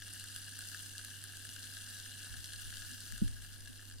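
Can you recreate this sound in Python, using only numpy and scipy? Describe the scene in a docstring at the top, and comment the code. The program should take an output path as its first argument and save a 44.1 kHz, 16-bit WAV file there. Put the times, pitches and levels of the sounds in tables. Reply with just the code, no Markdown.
"""In a lecture room, light beads dance between high-voltage electrodes in a clear plastic box.
Each hit is a tiny click that makes the walls ring, and small sparks add a fine sizzle.
Both echo in the room and ease off near the end, as the voltage is turned down.
Behind them the ventilation rushes and the power supply hums.
Soft handling rumbles come and go, and one dull, low bump sounds close by."""
import sys
import numpy as np
from scipy import signal
from scipy.fft import rfft, irfft
from scipy.io import wavfile
from scipy.ndimage import uniform_filter1d

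SR = 44100
rng = np.random.default_rng(int(sys.argv[2]) if len(sys.argv) > 2 else 0)


def wav_out(sig):
    """Save sig, one row per channel (or a flat mono array), as 16-bit PCM at SR to the path in sys.argv[1]."""
    wavfile.write(sys.argv[1], SR, np.round(np.clip(np.atleast_2d(sig).T, -1, 1) * 32767).astype(np.int16))


N = 176400  # 4 seconds

# How alike reflected sound is on the left and right: pitch_hz, likeness (0 to 1)
STEREO_LIKENESS = [(100, 0.46), (800, 0), (1250, 0.68), (1800, 1), (2900, 0.56), (5000, 0.84), (9000, 0),
                   (12000, 0)]


def amp(db):
    """Turns decibels into a number to multiply by."""
    return 10 ** (np.asarray(db) / 20)


def unit(x):
    """Scales a signal to an average power of 1."""
    return x / np.sqrt(np.mean(x ** 2) + 1e-20)


def read(points, hz):
    """Reads between the rows of a table, on a log scale of pitch."""
    pitches, values = np.transpose(points)
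    return np.interp(np.log(hz + 1), np.log(pitches + 1), values)


def bins(size):
    """The frequencies in a spectrum of this many samples."""
    return np.fft.rfftfreq(size, 1 / SR)


def add(mix, start_s, sound):
    """Mixes in a stereo sound at the given time."""
    part = mix[:, round(start_s * SR):][:, :sound.shape[1]]
    part += sound[:, :part.shape[1]]


def sharp_click(db):
    """The sharpest click that has this spectrum (minimum phase)."""
    cepstrum = irfft(db * np.log(10) / 20)
    half = cepstrum.shape[-1] // 2
    cepstrum[..., 1:half] *= 2
    cepstrum[..., half + 1:] = 0
    return irfft(np.exp(rfft(cepstrum)))


def convolve(x, response):
    """Makes every sample of x ring with the given response."""
    return signal.fftconvolve(x, response, axes=1)[:, :N]


def coloured(x, points):
    """Changes the tone by a table of pitches and levels."""
    return convolve(x, sharp_click(read(points, bins(256)))[None])


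def noise(db):
    """Two unrelated channels of noise with this spectrum."""
    return unit(irfft(rfft(rng.standard_normal((2, N))) * amp(db), N))


def wander(hz):
    """A random curve that moves mostly slower than hz."""
    return noise(-40 * np.log10(1 + (bins(N) / hz) ** 2))[0]


def diffuse(size):
    """Noise from all sides: left and right are close in the middle range, unrelated at the top."""
    left, other = rfft(rng.standard_normal((2, size)))
    same = np.clip(read(STEREO_LIKENESS, bins(size)), 0, 1)
    right = same * left + np.sqrt(1 - same ** 2) * other
    return irfft(np.array([left, right]), size)


def ventilation(level_db=-61.5):
    """Moving air fills the room with a steady, low rush."""
    # Tone of the rush: pitch_hz, relative_db
    tone = [(10, 11.5), (25, -2), (60, 1.5), (130, -2), (175, -6), (250, 1), (340, -8), (460, -14),
            (700, -15), (1000, -19.5), (3000, -21), (15000, -43)]
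    return amp(level_db) * unit(irfft(rfft(diffuse(N)) * amp(read(tone, bins(N))), N))


def supply_hum():
    """The power supply and its fans hold a few steady tones."""
    # Hum tones: pitch_hz, left_db, right_db, right_lag_rad
    tones = [(99.9, -61.5, -54.5, 0.81), (143.3, -78, -78, 0.83), (183.5, -77, -112, 1),
             (206.6, -105, -80, 0.59), (306, -82, -116, 0.67), (506, -98, -86, 1)]
    t, out = np.arange(N) / SR, np.zeros((2, N))
    for hz, left_db, right_db, lag in tones:
        phase = 2 * np.pi * (hz * t + rng.random()) - np.array([[0], [lag]])
        out += np.sqrt(2) * amp([[left_db], [right_db]]) * np.sin(phase)
    return out


def handling_rumbles():
    """Soft handling makes low shudders that swell and die away."""
    # Shudders: start_s, rise_s, decay_s, level_db, pitch_hz, width_hz
    shudders = [(2.29, 0.025, 0.084, -47, 62, 40), (2.5, 0.086, 0.34, -49.5, 30.3, 19),
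                (2.89, 0.024, 0.03, -52, 252, 38), (3.09, 0.061, 0.19, -38.5, 28.5, 9.6),
                (3.115, 0.021, 0.034, -56.5, 221, 100), (3.236, 0.0089, 0.034, -31.5, 58.4, 100),
                (3.5, 0.041, 0.48, -56.5, 28, 20), (3.68, 0.03, 0.024, -52, 248, 27),
                (3.92, 0.023, 0.15, -51, 34.8, 33)]
    t, out = np.arange(N) / SR, np.zeros((2, N))
    for start, rise, decay, db, hz, width in shudders:
        shared, opposite = noise(-20 * np.log10(1 + ((bins(N) - hz) / (width / 2)) ** 2))
        swell = np.clip((t - start) / rise, 0, 1) * np.exp(-np.maximum(t - start - rise, 0) / decay)
        out += amp(db) * swell * unit(np.array([0.4 * shared - opposite, 0.42 * shared + opposite]))
    return out


def dull_bump(rise_s=0.0066, top_hz=375, knock_hz=530, knock_rise_s=0.0021):
    """A soft blow close by and its rebounds ring a few low tones, with a faint higher knock."""
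    # Ringing tones: pitch_hz, relative_db, ring_s (time to fall 60 dB), right_lag_rad
    tones = [(46, -30, 0.17, 3), (80, -17, 0.043, 3), (151, -49, 0.34, -3.1), (208.5, -18.5, 0.046, 1.43),
             (277, -34.5, 0.085, 1.6), (322, -22, 0.02, 3.3)]
    # The blow and its rebounds: start_s, gain_db
    blows = [(3.2151, 4), (3.2362, -10.5), (3.2617, -31)]
    t, out, ring = np.arange(SR // 2) / SR, np.zeros((2, N)), 0
    for hz, db, ring_s, lag in tones:
        phase = 2 * np.pi * hz * t - np.array([[-lag], [lag]]) / 2
        ring += amp(db - 60 * t / ring_s) * np.sin(phase)
    lowpass = signal.butter(8, top_hz, fs=SR, output="sos")
    ring = signal.sosfilt(lowpass, ring * np.minimum(t / rise_s, 1))
    swell = (t / knock_rise_s) ** 2 * np.exp(1 - t / knock_rise_s)
    knock = amp(-62.5) * swell * np.sin(2 * np.pi * knock_hz * t)
    for start, db in blows:
        add(out, start, amp(db) * (knock - ring))
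    return out + amp(-21.5) * room_echo(out, patterns=1)


def room_echo(x, size=22000, patterns=3, gain_db=-6.5):
    """The room rings on after each sound; the echo pattern changes from moment to moment."""
    # How long the room rings: pitch_hz, ring_s (time to fall 60 dB)
    ring_times = [(200, 0.99), (1600, 0.49), (5000, 1), (15000, 0.67)]
    t, out = np.arange(size) / SR, 0
    chosen = rng.integers(0, patterns, N)[np.arange(N) // 512]
    for k in range(patterns):
        hz, when, spectrum = signal.stft(diffuse(size), SR, nperseg=256)
        fade = amp(-60 * when / read(ring_times, hz)[:, None])
        tail = signal.istft(spectrum * fade, SR)[1][:, :size] * (t > .005)
        share = uniform_filter1d(1. * (chosen == k), size=256).clip(0)
        out += convolve(x * np.sqrt(share), unit(tail) / np.sqrt(size))
    return amp(gain_db) * out


def box_echoes(x, paths=8, size=512, fade_s=0.0024, gain_db=-5.5):
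    """Each tick bounces about in the box for a few milliseconds, by a path that keeps changing."""
    t, out = np.arange(size) / SR, x.copy()
    chosen = rng.integers(0, paths, N)[np.arange(N) // 128]
    for k in range(paths):
        echoes = diffuse(size) * np.exp(-t / fade_s) * (t > .0002)
        out += convolve(x * (chosen == k), amp(gain_db) * unit(echoes) / np.sqrt(size))
    return out


def box_ring(x, right_lead_s=.000025):
    """The plastic walls ring after every tick and send each pitch more to one side."""
    # What the box lets out: pitch_hz, relative_db
    tone = [(60, -41.5), (500, -24.5), (1050, -25.5), (1400, -9.5), (1800, -7), (2100, -13.5), (2530, -15),
            (2800, -2), (3800, -5), (5400, -5), (7500, -0.9), (10400, -1.9), (11300, -4), (13000, -6),
            (15800, -16.5)]
    # Pitches at which the walls ring: pitch_hz, width_hz, lift_db
    walls = [(710, 55, 10.5), (1269, 28, 10), (1475, 59, 10), (1644, 102, 16), (2760, 240, 4.5),
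             (3416, 146, 4.5), (4180, 480, 6.5), (4896, 430, 5.5), (5970, 240, 3), (8750, 270, 5.5),
             (9820, 220, 2.5), (10400, 230, 3.5)]
    # Balance between the sides: pitch_hz, left_minus_right_db
    balance = [(500, 5), (1500, 4.5), (2300, 5), (3000, 7.5), (4200, 10), (5300, 7), (6500, 2),
               (8000, -7.5), (8800, -9.5), (10400, -4.5), (11200, -2), (12000, 13), (13400, -1),
               (15500, 44)]
    hz, lift = bins(4096), 1
    for pitch, width, db in walls:
        offset = (hz - pitch) / width
        lift += (amp(db) ** 2 - 1) / (1 + (2 * offset) ** 2) / (1 + (offset / 1.54) ** 2)
    sides = amp(np.outer([.5, -.5], read(balance, hz)))
    sides /= np.sqrt((sides ** 2).mean(0))
    response = sharp_click(read(tone, hz) + 10 * np.log10(np.maximum(lift, .1)) + 20 * np.log10(sides))
    out = convolve(x, response / np.sqrt((response ** 2).sum() / 2))
    out[1] = irfft(rfft(out[1]) * np.exp(2j * np.pi * bins(N) * right_lead_s), N)
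    return out


def voltage_drive():
    """How lively the voltage makes the beads at each moment, in decibels."""
    # Liveliness of the beads: time_s, relative_db
    liveliness = [(0, -0.5), (.7, -0.06), (.93, -0.9), (1.3, -1.8), (2.0, 0.5), (2.35, -0.7), (2.75, 0),
                  (3.15, -1.44), (3.35, -6.5), (3.7, -6), (4, -9.5)]
    return np.interp(np.arange(N) / SR, *np.transpose(liveliness))


def spark_sizzle(activity_db, hits, sparks_per_s=5400, contact_share=0.26, contact_s=0.0061):
    """Tiny sparks come in spurts, some set off as beads touch an electrode."""
    # Tone of the sparks before the box: pitch_hz, gain_db
    tone = [(1000, -10.5), (2500, -0.5), (6000, -1.5), (10000, -4.5), (13000, 2)]
    sparks = (rng.random((2, N)) < sparks_per_s / SR) * rng.standard_normal((2, N))
    fade = np.exp(-1 / (contact_s * SR))
    contact = signal.lfilter([1], [1, -fade], (hits ** 2).mean(0))
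    steady = amp(0.71 * activity_db) ** 2  # falls less than the hits do
    power = contact_share * contact / contact.mean() + (1 - contact_share) * steady / steady.mean()
    spurts = amp(1.83 * wander(hz=21.7))
    return coloured(amp(-53.5) * unit(sparks * np.sqrt(power) * spurts), tone)


def bead_pings(activity_db, count=400, size=512, pitch_spread=0.016, spread_db=3.2):
    """Some beads land just right to ring one pitch alone, a little differently each time."""
    # Streams of pings: pitch_hz, swell_s, pings_per_s, relative_db
    streams = [(1633, 0.00034, 50, -68.5), (2904, 0.00059, 22, -69.5), (4114, 0.00091, 32, -73.5),
               (5010, 0.00087, 40, -69), (5910, 0.0011, 16, -70.5), (9200, 0.00086, 43, -67.5),
               (10000, 0.00055, 35, -70)]
    t, out = np.arange(size) / SR, np.zeros((2, N))
    for hz, swell, rate, db in streams:
        starts = np.cumsum(rng.gamma(2, size=count)) / (2 * rate)  # loosely even gaps
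        variations = rng.standard_normal((count, 3)).clip(-2, 2)
        for start, (detune, strength, skew) in zip(starts[starts < (N - 1) / SR], variations):
            pitch = hz * (1 + pitch_spread * detune)
            lag = np.array([[0], [skew * (1 - read(STEREO_LIKENESS, hz))]])
            ring = unit(t * np.exp(-t / swell) * np.sin(2 * np.pi * pitch * t - lag))
            gain = amp(db + spread_db * strength + activity_db[int(start * SR)])
            add(out, start, gain * np.sqrt(SR / size / rate) * ring)
    return out


def hard_hits(size=1024):
    """Single hard hits, some hollow and some bright; each bead chatters briefly against the wall."""
    # The hardest hits: start_s, relative_db, hollow_db, bright_db, chatter_s
    hits = [(0.0209, -17, 8, -10, 0.00096), (0.136, -26, 4, 14, 0.00085), (0.1979, -16, -4, 1, 0.0005),
            (0.2401, -17.5, 5, 2, 0.0015), (0.3621, -13, 1, 4, 0.00043), (0.59, -23, 12, 12, 0.0017),
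            (0.6072, -16, 3, -5, 0.00083), (0.673, -21, -8, 7, 0.002), (0.687, -17, -14, 1.5, 0.0005),
            (0.746, -15.5, 9.5, -3, 0.00039), (0.7927, -17.5, 3.5, -3, 0.001),
            (0.823, -32, -16, 16, 0.00056), (0.9812, -11.5, -12, -2.5, 0.00041),
            (0.9923, -22.5, 11, -3, 0.0018), (1.0473, -18.5, 0, 6, 0.0025), (1.2399, -18.5, 3, 6.5, 0.0005),
            (1.3706, -17, -6, 0, 0.0005), (1.451, -24, 12.5, 9, 0.001), (1.4911, -15.5, -3, -2, 0.0005),
            (1.5632, -15.5, 2.5, -4, 0.00036), (1.5948, -26, -15, 9, 0.0005), (1.6406, -18.5, 5, 0, 0.0027),
            (1.7692, -17.5, 8, -3, 0.0012), (1.8106, -16, -9, -17, 0.0031), (1.874, -25.5, 9, -10, 0.0015),
            (1.9998, -15, -18, -2, 0.00083), (2.0611, -22.5, 12, -1, 0.001),
            (2.3399, -22.5, 13, -15, 0.0015), (2.4429, -12, -3.5, -3, 0.00089),
            (2.458, -19, -14, 2, 0.00054), (2.5344, -12.5, 0.5, -5, 0.0027), (2.561, -18, -10, -5, 0.00074),
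            (2.7253, -29, 19, -11, 0.0018), (2.7392, -15, -7, -11, 0.0013), (2.7566, -16, -2, -7, 0.001),
            (2.7701, -12.5, -2, -6, 0.002), (2.8205, -15, 3, -7, 0.0033), (3.0052, -17, -5, 1, 0.0005),
            (3.1227, -19, 10.5, 2, 0.001), (3.1789, -20, 7, 5, 0.002), (3.2794, -16, 2, -9, 0.0012),
            (3.4204, -28.5, -6, 7.5, 0.002), (3.5342, -27, 9, -1, 0.0017), (3.5396, -22, -13, -4, 0.0005),
            (3.6586, -22, -2.5, -4, 0.00046), (3.6752, -20, 6.5, -9, 0.0013),
            (3.794, -28.5, 12.5, -4, 0.0016), (3.8268, -30, 12, 1, 0.001), (3.8532, -22, -14, -3, 0.00054),
            (3.876, -36, 4, 0, 0.00044), (3.9003, -22, 2, -5, 0.001), (3.9122, -21, 4, -7, 0.00062),
            (3.9232, -24, -2, -2, 0.0005)]
    t, out = np.arange(size) / SR, np.zeros((2, N))
    for start, db, hollow_db, bright_db, chatter_s in hits:
        rebounds = amp(2.5) * unit(diffuse(size) * np.exp(-t / chatter_s)) / np.sqrt(size)
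        # The first touch and its rebounds spread the tick in time but keep its tone.
        smear = np.exp(1j * np.angle(rfft((t == 0) + rebounds)))
        tone = [(1800, hollow_db), (3000, 0.011), (5500, 0.017),
                (8000, bright_db), (13000, bright_db - 4)]
        tick = sharp_click(read(tone, bins(size)))
        add(out, start, amp(db - 4) * irfft(rfft(tick) * smear)[:, :size // 2])
    return out


def wall_ticks(spots, spread_db=4.5, order=10):
    """Every spot on the walls has its own tick, a little different on each side."""
    hz = bins(128)
    ripples = np.cos(np.pi * np.arange(1, order + 1)[:, None] * np.sqrt(hz / hz[-1]))
    ripples /= np.sqrt(order / 2)
    shared = rng.standard_normal((spots, 1, order)) @ ripples
    apart = rng.standard_normal((spots, 2, order)) @ ripples
    ticks = sharp_click(spread_db * (shared + (1 - read(STEREO_LIKENESS, hz)) * apart))
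    return ticks / np.sqrt((ticks ** 2).sum((1, 2), keepdims=True) / 2)


def landing_tone(hits, dull_hz=2360, dull_share=0.15):
    """Slower beads land more softly: as the voltage falls, the lows fade less than the treble."""
    # Tone of the hits before the box: pitch_hz, gain_db
    tone = [(1000, 4), (1600, 0), (3000, 1), (6000, -2), (10000, -3), (13000, -7.5)]
    lows = irfft(rfft(hits) / (1 + (bins(N) / dull_hz) ** 6), N)
    return coloured(hits + lows * (amp(-dull_share * voltage_drive()) - 1), tone)


def bead_hits(activity_db, spots=400, full_hits_per_s=900, spread_db=3.5):
    """Beads strike the walls at random, less often and more gently as the voltage falls."""
    rate_share = 0.55  # the part of a level change that comes from the number of hits
    ticks = wall_ticks(spots)
    chance, spot = rng.random(N), rng.integers(0, spots, N)
    strength = amp(spread_db * np.minimum(rng.standard_normal(N), 1.8) + (1 - rate_share) * activity_db)
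    hits_per_s = full_hits_per_s * amp(rate_share * activity_db) ** 2
    out = np.zeros((2, N))
    for i in np.flatnonzero(chance < hits_per_s / SR):
        add(out, i / SR, strength[i] * ticks[spot[i]])
    return amp(-50.5) * unit(out)


def scene():
    """The crackling box in its room, over hum, ventilation, soft rumbles and a dull bump."""
    activity_db = voltage_drive() + 0.28 * wander(hz=4.1)  # small chance swells
    hits = bead_hits(activity_db)
    ticks = landing_tone(hits) + hard_hits() + spark_sizzle(activity_db, hits)
    ticks = box_echoes(ticks) + bead_pings(activity_db)
    crackle = amp(-2.0) * box_ring(ticks + room_echo(ticks))
    return crackle + supply_hum() + ventilation() + handling_rumbles() + dull_bump()


def record(dry):
    """Cuts away the very highest treble."""
    top_hz = 15850
    lowpass = signal.firwin(511, top_hz, window=("kaiser", 9), fs=SR)
    return signal.oaconvolve(dry, lowpass[None], "same")


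dry = scene()
out = record(dry)
wav_out(out)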